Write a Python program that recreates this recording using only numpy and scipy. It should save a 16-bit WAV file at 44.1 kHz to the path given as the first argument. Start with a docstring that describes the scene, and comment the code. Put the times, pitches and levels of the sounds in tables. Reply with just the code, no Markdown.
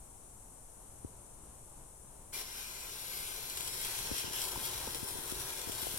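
"""A thermite charge burns on the gravel of a walled yard, a few metres from a hand-held camera.
At first there is a distant rumble, a thin steady hiss and one dull knock of the hand on the camera.
At 2.3 s the charge catches with a short, rasping flare; a jet of gas and sparks then rushes and fizzes,
coloured by echoes from walls and a plywood sheet. Molten droplets spit as the flame grows to a low roar.
From 4 s on, gas squeals through the slag, then pops softly, and the camera knocks often as it is moved."""
import sys
import numpy as np
from scipy import signal
from scipy.fft import rfft, irfft, next_fast_len
from scipy.io import wavfile
from scipy.ndimage import uniform_filter1d, map_coordinates

SR = 44100
rng = np.random.default_rng(int(sys.argv[2]) if len(sys.argv) > 2 else 0)


def dump(signal):
    """Clip the signal to [-1, 1] and save it as 16-bit WAV at the path in sys.argv[1]."""
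    limited = np.clip(np.atleast_2d(signal).T, -1, 1)
    pcm = np.round(limited * 32767).astype(np.int16)
    wavfile.write(sys.argv[1], SR, pcm)


N = 263718
TIME = np.arange(N) / SR
CATCH_S, FLARE_END_S = 2.323, 2.412  # the charge catches; its first flare collapses
# state of the burn: t/s, share of crackle, share of direct sound, opening of the crater (each 0-1)
BURN = [(2.33, 0.03, 0.37, 0), (3.2, 0.06, 0.54, 0), (3.8, 0.2, 0.22, 0.56), (4.45, 0.2, 0.38, 0.55),
        (4.8, 0.24, 0.23, 0.54), (5.98, 0.3, 0.08, 0.5)]


def jet(fizz_trim_db=3.0, rush_trim_db=2.5):
    """Jet noise: streaming gas and sparks make a broadband rush with a bright fizz on top."""
    # strength of the stream: t/s, base fizz level/dB, base rush level/dB
    stream = [(2.48, -53, -52.5), (2.52, -51, -52), (2.93, -50, -51), (3.17, -45.5, -49.5),
              (3.5, -48, -50.5), (3.8, -43.5, -46), (4.27, -48, -47), (4.47, -45, -50.5),
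              (4.76, -45.5, -47.5), (5.13, -46.8, -51.5), (5.68, -47, -49), (5.95, -44, -49)]
    # surges as fresh powder takes fire, and one lull: crest t/s, half length/s, lift/dB
    surges = [(2.6, 0.046, 2), (3.18, 0.057, 1), (3.98, 0.034, 1.5), (4.18, 0.059, 3.5), (4.307, 0.014, -4),
              (4.36, 0.048, 3.5), (4.43, 0.04, 2.5), (4.66, 0.028, 5.5), (5.1, 0.016, 3.5),
              (5.305, .014, 2.5), (5.412, .016, 2.5), (5.607, 0.0078, 1), (5.83, 0.046, 2.5)]
    # spectra of fizz and rush: f/Hz, relative level/dB
    fizz_spectrum = [(4500, -41), (6000, -18), (7000, -8.5), (9500, 1), (11000, -0.5), (12500, -0.5),
                     (14000, -4.5), (16000, -6)]
    rush_spectrum = [(700, -24), (1300, -3), (1900, -3), (2600, -1.5), (4000, 1.5), (4900, -1.5),
                     (5800, -2.5), (7000, -1.5), (10000, -69)]
    fizz_db, rush_db = curves(stream)
    surge_db = swells(surges)
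    crackle, direct, _ = curves(BURN)
    source = blend(rng.standard_normal(N), sparks(per_second=1100, spread_db=4.0, life_s=0.0011), crackle)
    diffuse = blend(smear(source, t60=0.008), scatter(source, t60=0.035, size=8192), 0.45)
    pair = blend(diffuse, arrive(source, lead_s=0.000372), direct)
    sputter = amp(crackle * 2.1 * wobble(70))
    fizz = amp(fizz_db + fizz_trim_db + surge_db) * ignition(flare_db=8) * resonate(pair, fizz_spectrum)
    rush = amp(rush_db + rush_trim_db + surge_db) * ignition(flare_db=5) * resonate(pair, rush_spectrum)
    return sputter * (fizz + rush)


def flame(full_flame_s=4.3, full_flutter_s=3.5):
    """Combustion noise: unsteady burning makes a growing roar, a throaty blast and a low flutter."""
    # spectra of the three parts: f/Hz, relative level/dB
    roar_spectrum = [(120, -24), (250, -5), (380, 8), (600, 0.5), (720, -4), (1100, -10.5), (2000, -19)]
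    blast_spectrum = [(400, -44), (690, -2), (800, -3.5), (930, -0.5), (1020, 3), (1150, -5), (1500, -3),
                      (2200, -15.5), (4000, -15.5)]
    flutter_spectrum = [(20, -4), (60, 2.5), (92, -3), (130, 2), (190, -6.5), (300, -13.5), (600, -33.5)]
    # gouts of flame: crest t/s, half length/s, lift of the blast/dB
    gouts = [(3.97, 0.1, 2.5), (4.54, 0.18, 4.5), (4.85, 0.13, 5), (5.45, 0.06, 4.5)]
    roar_db = np.interp(TIME, [CATCH_S, full_flame_s], [-65.5, -53.5])
    blast_db = np.interp(TIME, [CATCH_S, full_flame_s], [-59.5, -55]) + swells(gouts)
    flutter_db = np.interp(TIME, [CATCH_S, full_flutter_s], [-84, -59]) + 0.46 * swells(gouts)
    burning = blend(rng.standard_normal(N), sparks(per_second=200, spread_db=1.5, life_s=0.002), 0.25)
    pair = blend(rng.standard_normal((2, N)), arrive(burning, lead_s=-0.000042), 0.54)
    roar = amp(roar_db + 0.2 * wobble(43)) * resonate(pair, roar_spectrum)
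    blast = amp(blast_db + 1.26 * wobble(25)) * resonate(pair, blast_spectrum)
    flutter_gain = amp(flutter_db + 3.4 * wobble(16))
    flutter = flutter_gain * noise_field(flutter_spectrum, [(60, 1.0), (130, 0.82), (300, 0.27)])
    return ignition(flare_db=9) * roar + ignition(flare_db=6) * (blast + flutter)


def spits(rise_s=0.00083, snap_t60=0.0071, sizzle_t60=0.19):
    """Impulsive sources: molten droplets burst with a snap and a sizzle, both decaying exponentially."""
    # bursting droplets: t/s, level before filtering/dB
    droplets = [(2.407, -32), (3.282, -33), (3.498, -20), (3.572, -17), (3.6063, -18.5), (3.657, -22),
                (3.675, -20), (3.848, -15.5), (4.182, -15), (4.4166, -15), (4.439, -15.5), (4.4504, -22),
                (4.481, -19), (4.517, -22), (4.651, -22), (4.9467, -17), (5.719, -18.5), (5.87, -23)]
    spectrum = [(500, -53), (3000, -5.5), (6500, -8.0), (10000, -2.5), (16000, -15)]  # f/Hz, gain/dB
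    out, t = np.zeros(N + SR), np.arange(SR // 5) / SR
    snap = amp(-1 - 60 * t / snap_t60)
    sizzle = amp(-16.5 - 60 * t / sizzle_t60)
    burst = (1 - np.exp(-t / rise_s)) * (snap + sizzle)
    for s, db in droplets:
        out[round(s * SR):][:len(t)] += amp(db) * burst * rng.standard_normal(len(t))
    bright = filtered(out[:N], lambda hz: amp(along(spectrum, hz)))
    return arrive(bright, lead_s=0.000393) + amp(-4) * scatter(bright, t60=0.02)


def primer(crest_s=2.382, half_s=0.033, centre_hz=3880, width_hz=1100):
    """Deflagration: the loose powder on top goes up at once, its tiny bursts merging into a rasp."""
    swell = ignition(flare_db=0) * np.exp(-((TIME - crest_s) / half_s) ** 2)
    grains = smear(sparks(per_second=1400, spread_db=6.0, life_s=0.0015), t60=0.011)
    rasp = unit(filtered(grains, lambda hz: bell(hz - centre_hz, width_hz)))
    return amp(-46.5) * swell * rasp


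def pops(thud_hz=50, thud_delay_s=0.0059):
    """Sudden expansion: gas flashes off in a dull puff or a hollow crack, then a slower rarefaction."""
    # pockets of gas: t/s, level/dB, f/Hz, ring time/cycles, relative thud level/dB
    pockets = [(4.56, -37, 920, 1.3, 1.5), (4.5771, -35, 300, 0.27, -20), (4.8425, -40, 820, 1.5, -25),
               (4.875, -35, 470, 0.6, -16), (4.877, -39, 890, 1.2, -28), (4.8794, -40, 244, 0.38, -14)]
    out = np.zeros(N)
    for s, db, hz, ring, thud_db in pockets:
        near = np.abs(TIME - s) < 0.05
        t = TIME[near] - s
        swing = np.cos(2 * np.pi * hz * t) / np.cosh(hz * t / ring)
        suction = thud(t - thud_delay_s, thud_hz)
        out[near] += amp(db) * (swing + amp(thud_db) * suction)
    return arrive(out, lead_s=-0.0002) + amp(-10) * scatter(out, t60=0.04)


def squeals(sag_hz_per_s=2160, width_hz=210):
    """Orifice tones: gas whistles hoarsely through a gap in the slag, lower as the gap widens."""
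    # whistles: crest t/s, half length/s, f/Hz, level/dB
    whistles = [(4.068, 0.048, 5500, -54), (4.27, 0.011, 3040, -48), (4.36, 0.022, 3170, -44),
                (4.377, 0.079, 5520, -52), (4.425, 0.027, 3020, -55)]
    tones = np.zeros(N)
    narrow = unit(filtered(rng.standard_normal(N), lambda hz: bell(hz, width_hz)))
    for s, half_s, hz, db in whistles:
        t = TIME - s
        cycles = (hz - 0.5 * sag_hz_per_s * t) * t
        tones += amp(db) * bell(t, half_s) * np.sin(2 * np.pi * cycles)
    hoarse = tones * narrow  # modulation spreads each tone into a band
    return arrive(hoarse, lead_s=0.00036) + scatter(hoarse, t60=0.03)


def handling(ring_cycles=0.22, thud_hz=52, thud_delay_s=0.0064, left_db=1.5, right_lead_rad=2.2):
    """Structure-borne sound: damped knocks of the hand drive the two microphones well out of phase."""
    # knocks in the camera body: t/s, drive level/dB, f/Hz, relative thud level/dB
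    knocks = [(1.0488, -28.5, 250, -12), (4.1152, -27.5, 290, -32), (4.119, -31.5, 230, -6),
              (4.245, -33.5, 239, -9), (4.2815, -37, 224, -16), (4.3117, -41, 274, -10),
              (4.955, -35, 360, -22), (5.0084, -44, 380, -22), (5.0316, -30, 224, -13),
              (5.1565, -33, 316, -24), (5.1889, -37, 204, -18), (5.3246, -28, 285, -24),
              (5.6743, -34, 225, -12), (5.697, -28, 305, -24), (5.8285, -35, 240, -17),
              (5.87, -24.5, 565, -28), (5.8728, -35, 480, -28), (5.9422, -36.5, 170, -14)]
    knock, sway = np.zeros(N), np.zeros(N)
    for s, db, hz, thud_db in knocks:
        near = np.abs(TIME - s) < 0.05
        t = TIME[near] - s
        knock[near] += amp(db) * np.sin(2 * np.pi * hz * t) / np.cosh(hz * t / ring_cycles)
        sway[near] += amp(db + thud_db) * thud(t - thud_delay_s, thud_hz)
    right = filtered(knock, lambda hz: np.exp(1j * right_lead_rad))
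    return np.array([amp(left_db) * knock, amp(-left_db) * right]) + sway


def yard():
    """Ambient noise: a distant rumble, coherent at long wavelengths, and a thin, incoherent hiss."""
    # spectra of rumble and hiss: f/Hz, relative level/dB
    rumble_spectrum = [(15, -1), (35, 0.5), (80, -6), (120, -7.5), (140, -11.5), (300, -15.5), (600, -16),
                       (950, -16), (1200, -23), (1900, -32.5), (4500, -34), (16000, -67)]
    hiss_spectrum = [(4000, -54), (5100, -22.5), (5800, -11), (6500, -10), (7600, -5), (9500, 1),
                     (10800, -9.5), (11800, -7.5), (13000, -23.5), (16000, -32)]
    # likeness of the rumble at the two microphones: f/Hz, correlation
    coherence = [(60, 0.95), (130, 0.94), (290, 0.48), (640, 0.19), (1410, 0.39), (3100, 0.13),
                 (6820, -0.64), (15000, 0.15)]
    rumble = amp(-56 + 0.67 * wobble(7.28)) * noise_field(rumble_spectrum, coherence)
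    hiss = amp(-56) * noise_field(hiss_spectrum, [(5000, 0.02)])
    return rumble + hiss


def ignition(flare_db, rise_s=0.017, fall_s=0.027):
    """Onset transient: silence, a quick rise into the flare, then the steady burn at gain 1."""
    flare = np.clip(1 - (TIME - FLARE_END_S) / fall_s, 0, 1)
    return np.clip((TIME - CATCH_S) / rise_s, 0, 1) * amp(flare_db * flare)


def sparks(per_second, spread_db, life_s):
    """Shot noise: tiny bursts come at random; most are weak, a few stand out."""
    sizes = amp(spread_db * np.minimum(rng.standard_exponential(N), 5))
    energy = (rng.random(N) < per_second / SR) * sizes ** 2
    keep = np.exp(-1 / (life_s * SR))
    return unit(np.sqrt(signal.lfilter([1], [1, -keep], energy)) * rng.standard_normal(N))


def thud(t, hz):
    """Rarefaction pulse: one slow dip in pressure, centred on t = 0."""
    v = 2 * np.pi * hz * t
    return (v ** 2 - 1) * np.exp(-v ** 2 / 2)


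def resonate(x, spectrum, wander=0.0043, waver_db=1.2):
    """Resonance of walls and crater: bands sway with the flame and change gain as the crater opens."""
    # bands: f/Hz, width/Hz, gain at opening 0/dB, gain at opening 1/dB
    bands = [(376, 58, 0.5, 4.5), (452, 56, 3.5, -0.5), (937, 54, 1.5, 10), (1564, 25, 8, 6),
             (1840, 110, -6, 5), (2090, 39, 7.5, -3.5), (2394, 66, 8, -2.5), (3300, 150, 2.3, 4.5),
             (4150, 180, 1, 1.5), (5490, 270, 5.5, 6), (6500, 190, -0.5, -1.5), (7630, 270, 2.5, 7),
             (9500, 720, 4.5, 6), (11710, 270, 8, 5.5)]
    hz, t, frames = signal.stft(filtered(x, walls), SR, nperseg=1024)
    opening = np.interp(t, TIME, curves(BURN)[2])
    hz = hz[:, None]
    colour_db = along(spectrum, hz)
    for centre, width, closed_db, open_db in bands:
        stray, waver = unit(uniform_filter1d(rng.standard_normal((2, len(t))), size=14))
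        band_db = closed_db + (open_db - closed_db) * opening + waver_db * waver
        colour_db = colour_db + band_db * bell(hz - centre * (1 + wander * stray), width)
    gain = amp(colour_db)
    _, coloured = signal.istft(frames * gain / np.linalg.norm(gain, axis=0), nperseg=1024)
    return unit(coloured[:, :N])


def walls(hz):
    """Comb filtering: echoes interfere with the direct sound; rough surfaces mirror less treble."""
    # echoes of ground, plywood and wall: delay/s, low-frequency gain
    echoes = [(.0037, .13), (.0079, .17), (.0135, .19), (.023, .17)]
    mirrored = 1 / np.hypot(1, hz / 8000)
    return 1 + mirrored * sum(gain * np.exp(-2j * np.pi * hz * delay) for delay, gain in echoes)


def scatter(x, t60, size=4096):
    """Scattering by gravel and clutter: the paths to each microphone change as the flame sways."""
    t = np.arange(size) / SR
    padded, out = np.pad(x, (size, 2 * size)), np.zeros((2, N + 10 * size))
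    fade = np.sin(np.linspace(0, np.pi, 2 * size))
    for start in range(0, N + size, size):
        tail = rng.standard_normal((2, size)) * amp(-60 * t / t60)
        tail /= np.linalg.norm(tail, axis=1, keepdims=True)
        piece = fade * padded[start:start + 2 * size]
        smeared = signal.fftconvolve(piece[None], tail, axes=1)
        out[:, start:start + smeared.shape[1]] += smeared
    return out[:, size:size + N]


def smear(x, t60):
    """Diffuse field: a wash at each microphone follows the energy of x and dies away behind it."""
    keep = amp(-60 / (t60 * SR)) ** 2
    return np.sqrt(signal.lfilter([1 - keep], [1, -keep], x ** 2)) * rng.standard_normal((2, N))


def arrive(x, lead_s):
    """Path difference: a sound reaches the left microphone lead_s before the right."""
    return filtered(x, lambda hz: np.exp(1j * np.pi * hz * lead_s * np.array([[1], [-1]])))


def noise_field(spectrum, coherence):
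    """Partial coherence: stereo noise of rms 1 from (f/Hz, level/dB) and (f/Hz, correlation) points."""
    def mid_and_side(hz):
        turn = np.arccos(np.clip(along(coherence, hz), -1, 1)) / 2
        return amp(along(spectrum, hz)) * [np.cos(turn), np.sin(turn)]
    mid, side = filtered(rng.standard_normal((2, N)), mid_and_side)
    return unit(np.array([mid + side, mid - side]))


def amp(db):
    """Decibels to amplitude ratio."""
    return 10 ** (np.asarray(db) / 20)


def unit(x):
    """Normalisation to rms 1."""
    return x / np.sqrt(np.mean(x ** 2) + 1e-20)


def bell(offset, width):
    """Gaussian of height 1."""
    return np.exp(-0.5 * (offset / width) ** 2)


def swells(rows):
    """Lift in dB from a sum of Gaussian swells."""
    return sum(db * np.exp(-((TIME - s) / half_s) ** 2) for s, half_s, db in rows)


def along(points, hz):
    """Interpolation of (f/Hz, value) points on a logarithmic frequency axis."""
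    f, v = np.transpose(points)
    return np.interp(np.log(hz + 1), np.log(f + 1), v)


def curves(rows):
    """Interpolation in time: one value per sample for each column after t/s."""
    s, *cols = np.transpose(rows)
    return [np.interp(TIME, s, c) for c in cols]


def wobble(rate):
    """Random modulation: a smooth curve with rate knots a second."""
    return map_coordinates(rng.standard_normal(int(N * rate / SR) + 4), [TIME * rate])


def filtered(x, response):
    """Linear filtering: the spectrum of x times a complex frequency response."""
    m = next_fast_len(N + SR // 4)
    return irfft(rfft(x, m) * response(np.fft.rfftfreq(m, 1 / SR)), m)[..., :N]


def blend(a, b, share):
    """Incoherent addition: an equal-power mix with the given share of b."""
    return np.sqrt(1 - share) * a + np.sqrt(share) * b


def scene():
    """Superposition of the burning charge, its yard and the camera in the hand."""
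    return primer() + jet() + spits() + squeals() + flame() + pops() + yard() + handling()


def record(dry, top_hz=15850):
    """Frequency response: the left microphone is the brighter; nothing passes above the band limit."""
    # imbalance of the microphones: f/Hz, left minus right level/dB
    imbalance = [(30, 2.3), (120, 0.5), (400, 2.5), (900, 2), (1500, 0.5), (5500, -0.5), (6800, 3.5),
                 (7700, 6.5), (9500, 6.5), (10700, 12), (11800, 17.5), (13500, 3.5), (16000, 13)]
    def ports(hz):
        left_over_right = amp(along(imbalance, hz))
        gains = np.array([left_over_right, np.ones_like(hz)]) * np.sqrt(2) / np.hypot(1, left_over_right)
        return gains * (hz < top_hz)
    return filtered(dry, ports)


dry = scene()
out = record(dry)
dump(out)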